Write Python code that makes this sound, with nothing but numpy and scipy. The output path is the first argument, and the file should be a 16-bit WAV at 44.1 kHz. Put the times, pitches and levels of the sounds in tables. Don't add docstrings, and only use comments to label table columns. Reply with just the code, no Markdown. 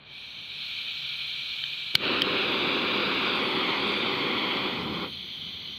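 import sys
import numpy as np
from scipy import signal
from scipy.fft import rfft, irfft
from scipy.io import wavfile
from scipy.ndimage import uniform_filter1d

SR = 44100
rng = np.random.default_rng(int(sys.argv[2]) if len(sys.argv) > 2 else 0)


def transcribe(u):
    v = np.clip(np.atleast_2d(u).T, -1, 1)
    q = np.round(v * 32767).astype(np.int16)
    wavfile.write(sys.argv[1], SR, q)


def to_linear_factor(level_db):
    exponent = np.asarray(level_db, float) / 20
    return 10 ** exponent


N = 254898
HZ = np.fft.rfftfreq(512, 1 / SR)[:, None]
TIMES = np.arange(N // 128 + 5) * 128 / SR
CATCH_S = 1.943
SOFT_S, SOFT_FALL_S = 5.03, 0.091


def evened(x):
    return x / np.sqrt(np.mean(x ** 2) + 1e-20)


def ramp(start_s, length_s):
    return np.clip((TIMES - start_s) / length_s, 0, 1)


def curve(rows):
    s, value = np.transpose(rows)
    return np.interp(TIMES, s, value)


def read(points, hz=HZ):
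    f, db = np.transpose(points)
    return np.interp(np.log(hz + 1), np.log(f + 1), db, left=-70, right=-90)


def resonance(hz, width_hz, order):
    return 1 / (1 + (2 * (HZ - hz) / width_hz) ** order)


def steady(points):
    hz = np.fft.rfftfreq(N, 1 / SR)
    white = rfft(rng.standard_normal(N))
    return evened(irfft(white * to_linear_factor(read(points, hz)), N))


def turbulence(colour, level_db, patchy_db, flicker_db):
    a, b, patches, streaks = rng.standard_normal((len(TIMES), len(HZ), 4)).T
    patches = evened(uniform_filter1d(uniform_filter1d(patches, size=5, axis=0), size=20, axis=1))
    streaks = evened(uniform_filter1d(streaks, size=60, axis=1))
    patches = patches + 1.16 * streaks
    flicker = evened(uniform_filter1d(rng.standard_normal(len(TIMES)), size=4))
    colour = colour / np.sqrt(np.sum(colour ** 2, axis=0))
    grains = a + 1j * b
    white = signal.istft(grains, nperseg=512, noverlap=384)[1].std() / np.sqrt(len(HZ))
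    z = grains * colour * to_linear_factor(level_db + patchy_db * patches + flicker_db * flicker)
    return signal.istft(z, nperseg=512, noverlap=384)[1][:N] / white


# frequency in Hz, level in dB.
ROOM_AIR = [(25, -19), (50, -1.5), (80, -6.5), (120, -4.5), (138, -4), (148, 6), (158, -10.5), (200, -5.5),
            (300, -12.5), (700, -14.5), (1100, -13.5), (2000, -16.5), (4400, -30), (5000, -51)]


def room():
    return to_linear_factor(-55.5) * steady(ROOM_AIR)


def walls(x):
    t60_s = 0.13
    at = np.arange(150, SR // 4, 22)
    at = at + rng.integers(0, 22, len(at))
    tail = np.zeros(SR // 4 + 22)
    tail[at] = rng.choice([-1., 1.], len(at)) * to_linear_factor(-60 * at / SR / t60_s)
    return signal.oaconvolve(x, tail / np.linalg.norm(tail))[:N]


# frequency in Hz, level in dB.
LAP_COLOUR = [(30, -17), (55, -26), (78, -3.5), (110, -9.5), (190, -3), (300, -14), (450, -16), (700, -36)]
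# centre in seconds, half length in seconds, level in dB.
HEAVES = [
    (2.1, .2, -53),
    (4.897, 0.15, -39),
]


def lapping():
    hard_db, soft_db = -70, -51.5
    level = to_linear_factor(hard_db + (soft_db - hard_db) * ramp(SOFT_S - .1, SOFT_FALL_S))
    for s, half_s, db in HEAVES:
        level = level + to_linear_factor(db) * np.exp(-((TIMES - s) / half_s) ** 2)
    gusts = evened(uniform_filter1d(rng.standard_normal(len(TIMES)), size=25))
    level = (TIMES > CATCH_S) * level * to_linear_factor(1.1 * gusts)
    return steady(LAP_COLOUR) * np.interp(np.arange(N) / SR, TIMES, level)


# start in seconds, ring in dB, crack in dB, rise in ms, thump in dB.
SNAPS = [
    (1.6383, -21, -73.5, 0.78, -63),
    (1.9512, -24.5, -27, 0.25, -40),
    (1.9522, -2, -25.5, 1.17, -22.5),
    (1.958, -19, -57, 0.68, -46),
    (2.2189, -3, -32.5, 0.84, -34),
    (4.57, -28, -70, 0.34, -53),
]
# frequency in Hz, level in dB, t60 in seconds.
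LIGHT_BODY = [(3130, 2.5, 0.014), (3310, -5, 0.011), (4650, -0.5, 0.006), (1900, -1, 0.0055),
              (5100, -7.5, 0.0088), (5540, -22, 0.0095), (14100, -31, .006)]
HEAVY_BODY = [(3040, 3, 0.016), (3400, 9, 0.0092), (2270, -0.5, 0.016), (1500, -4.5, 0.013),
              (4170, 5, 0.011), (4580, 1, 0.012), (786, -9.5, 0.0087), (1100, -25, 0.0064),
              (5440, -14, 0.015), (6450, -18, 0.011), (5960, -30, 0.035), (9964, -50, 0.026),
              (12440, -27, 0.022), (13800, -41, .02)]
SOFT_BODY = [(3100, 8, 0.015), (3650, 0, .01), (1730, 3, 0.0073), (4300, 4, 0.0096)]
SNAP_BODIES = [SOFT_BODY, HEAVY_BODY, HEAVY_BODY, HEAVY_BODY, LIGHT_BODY, SOFT_BODY]


def trigger():
    thump_hz, thump_t60_s = 141, 0.05
    out, t = np.zeros(N), np.arange(4000) / SR
    for (s, ring_db, crack_db, rise_ms, thump_db), body in zip(SNAPS, SNAP_BODIES):
        swell = (1 - np.exp(-1000 * t / max(rise_ms, .05))) ** 2
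        ring = sum(to_linear_factor(db - 60 * t / t60) * np.sin(2 * np.pi * hz * t) for hz, db, t60 in body)
        bright = signal.lfilter([1, -.6], 1, rng.standard_normal(len(t)))
        crack = bright * np.exp(-(t / .0018) ** 2)
        thump = to_linear_factor(thump_db - 60 * t / thump_t60_s) * np.sin(2 * np.pi * thump_hz * t)
        out[round(s * SR):][:len(t)] += to_linear_factor(ring_db) * swell * ring + to_linear_factor(crack_db) * crack + thump
    return out


# time in seconds, gas flow as hiss level in dB.
VALVE = [
    (0, -55.5),
    (.1, -47),
    (.17, -42.5),
    (.45, -40),
    (.65, -34.5),
    (1.4, -33.5),
    (1.87, -34.5),
    (2.4, -32.5),
    (5.78, -35),
]
# time in seconds, share shut from 0 to 1.
COLLAR = [
    (2.3, 0.28),
    (3.6, 0.02),
    (4, 0.31),
    (4.62, 0.51),
    (4.8, 0.87),
    (4.9, 1),
    (5.03, 0.92),
    (5.12, 0.87),
]
# time in seconds, extra path of the table echo in metres.
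POSE = [(2, 0.253), (2.3, 0.275), (2.55, 0.29), (3.2, .288), (3.5, .322), (3.75, 0.33), (3.87, 0.301),
        (4.3, .33), (4.8, 0.32)]
# frequency in Hz, level in dB.
HISS_OPEN = [(600, -41), (1100, -36), (1350, -17), (1800, -17), (2130, -36), (2340, 7.5), (2600, -4),
             (3000, -4.5), (3280, -5.5), (3550, -6), (3870, -0.5), (4330, -9), (4600, -23.5), (5000, -51)]
HISS_SHUT = [(500, -33), (1200, -26), (1800, -34), (2050, -14), (2500, -16), (2820, -20), (3080, -1),
             (3400, -4), (3650, -7), (3870, -15), (4150, -6), (4400, -15), (4700, -19), (5100, -42)]


def hiss(flow_db, shut, closed):
    near_m, away_db_per_m = 0.26, -100
    away_db = away_db_per_m * np.maximum(curve(POSE) - near_m, 0)
    colour = to_linear_factor((1 - shut) * read(HISS_OPEN) + shut * read(HISS_SHUT))
    slow_db = 0.45 * np.maximum(-39.5 - flow_db, 0)
    colour = colour * to_linear_factor(slow_db * resonance(2340, 180, 2))
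    bared_db = 2.5 * closed
    return turbulence(colour, flow_db + away_db + bared_db, patchy_db=0.25, flicker_db=0.75)


# frequency in Hz, level in dB.
FIZZ_OPEN = [(4800, 15), (5700, 5.5), (6150, 3), (6450, 9.5), (6750, -2.5), (7000, -3), (8300, -3),
             (9800, -5), (10600, -4), (11500, -8), (13000, -3), (15000, .5), (15450, 4)]
FIZZ_SHUT = [(4800, 1), (5600, 5), (6150, 10.5), (6900, -8), (7600, -20), (8300, -34), (8650, -3),
             (9200, 0), (9800, -9), (10700, -9), (11300, -7), (12300, -11), (13500, 1), (15450, -1.5)]
# frequency in Hz, width in Hz, shift as a share once the collar shuts.
WHISTLES = [(7570, 230, 0), (9090, 180, 0.023), (12200, 380, -0.045), (14000, 1100, 0), (5810, 470, 0)]
# dB over the fizz at rest, change in dB once the flame is soft.
WHISTLE_REST = [(-2, -28), (0, 2), (-1, 4), (-13, 0), (0, -6)]
# start in seconds, end in seconds, gain in dB.
SPEAKING = [
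    [(.52, .98, 8), (1.53, 1.97, 11), (3.28, 4.5, 4), (4.55, 5.1, -9)],
    [(1, 1.52, 5), (2.2, 2.45, 4), (3.28, 4.02, 9), (4.55, 5.1, 7)],
    [(.52, 1.3, 4), (1.53, 1.8, 5), (2.38, 3.7, 6), (4.03, 4.52, 9), (4.55, 5.1, -6)],
    [(4.5, 5.1, 19)],
    [(-.1, 1.95, 9)],
]
COLD_WHISTLE = 10900, 190, 0.89


def fizz(flow_db, shut, closed):
    full_db, laminar_db = -34, -45
    fizz_db = -69 + 0.97 * (flow_db - full_db)
    fizz_db = fizz_db + 1.7 * np.minimum(flow_db - laminar_db, 0) - 2.5 * shut
    power = to_linear_factor((1 - closed) * read(FIZZ_OPEN) + closed * read(FIZZ_SHUT)) ** 2
    top = power[HZ[:, 0] > 12800].sum(axis=0)
    thin_db = 0.54 * np.clip(-35 - flow_db, 0, 12)
    turn_s = .08
    for (hz, width, shift), (rest_db, soft_db), spells in zip(WHISTLES, WHISTLE_REST, SPEAKING):
        db = rest_db + thin_db + soft_db * closed
        for start_s, end_s, up_db in spells:
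            db = db + up_db * (ramp(start_s, turn_s) - ramp(end_s, turn_s))
        power = power + to_linear_factor(db) ** 2 * resonance(hz * (1 + shift * shut ** 6), width, 4)
    hz, width, db = COLD_WHISTLE
    power = power + (TIMES < CATCH_S) * to_linear_factor(db + thin_db) ** 2 * resonance(hz, width, 4)
    fizz_db = fizz_db + 10 * np.log10(power.sum(axis=0) / top)
    return turbulence(np.sqrt(power), fizz_db, patchy_db=1.7, flicker_db=0.3)


def jet():
    cold_shut = 0.38
    lit, closed = ramp(CATCH_S, 0.37), ramp(SOFT_S, SOFT_FALL_S)
    flow_db = curve(VALVE)
    shut = np.clip(cold_shut + lit * (curve(COLLAR) - cold_shut), 0, 1)
    return hiss(flow_db, shut, closed) + fizz(flow_db, shut, closed)


# frequency in Hz, level in dB.
ROAR_COLOUR = [(60, -41), (100, -38), (160, -10), (230, 1.04), (450, 0.36), (600, -5.5), (1000, -3.5),
               (1600, -9), (2300, -5), (3400, -4), (4100, -12.5), (4700, -16.5), (5200, -35), (6500, -56)]


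def flame():
    spread_s, grow_s = 0.027, 0.068
    kernel_db, blaze_db = -39.5, -27
    grown = ramp(CATCH_S + spread_s, grow_s)
    starved = np.clip(curve(COLLAR), 0, 1) ** 2
    since_s = np.maximum(TIMES - CATCH_S - spread_s - grow_s, 0)
    flare_db = 1.5 * np.exp(-since_s / 0.053)
    full_db = blaze_db + flare_db - 7 * starved - 33 * ramp(SOFT_S, SOFT_FALL_S) ** 2
    roar_db = kernel_db + grown * (full_db - kernel_db)
    dull_tilt, bright_tilt = -0.5, 0.58
    tilt = dull_tilt + np.sqrt(grown) * (bright_tilt - dull_tilt) - 2 * starved
    echo_share, echo_turn = 0.48, 0.62
    comb = abs(1 - echo_share * np.exp(2j * np.pi * (HZ * curve(POSE) / 343 - echo_turn)))
    colour = to_linear_factor(read(ROAR_COLOUR) + tilt * np.log2(HZ / 250 + .1)) * comb
    level_db = np.where(TIMES < CATCH_S, -121, roar_db)
    return turbulence(colour, level_db, patchy_db=0.65, flicker_db=0.34)


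def scene():
    rush, snaps = jet() + flame(), trigger()
    echoes = walls(to_linear_factor(-12) * rush + to_linear_factor(-33) * snaps)
    return (to_linear_factor(-0.44) * rush + snaps + echoes + lapping() + room())[None]


def ducked(x):
    from_db, share, back_db_per_s, lag_s = -20, 0.7, 104, 0.0047
    power_db = 10 * np.log10(uniform_filter1d(x[0] ** 2, size=200) + 1e-12)
    fall = np.arange(N) * back_db_per_s / SR
    held_db = np.maximum.accumulate(power_db + fall) - fall
    over_db = uniform_filter1d(np.maximum(held_db - from_db, 0), size=200)
    late_db = np.interp(np.arange(N) - lag_s * SR, np.arange(N), over_db)
    return x / to_linear_factor(share * late_db)


def low_pass(x):
    return signal.sosfilt(signal.butter(12, 16470, fs=SR, output="sos"), x)


def record(dry):
    ceiling = 1.1
    rounded = ceiling * np.tanh(ducked(dry) / ceiling)
    low_cut = signal.butter(2, 61.3, "high", fs=SR, output="sos")
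    top_cut = signal.butter(18, 15300, fs=SR, output="sos")
    mix = signal.sosfilt(np.vstack([low_cut, top_cut]), rounded)
    return low_pass(mix)


dry = scene()
out = record(dry)
transcribe(out)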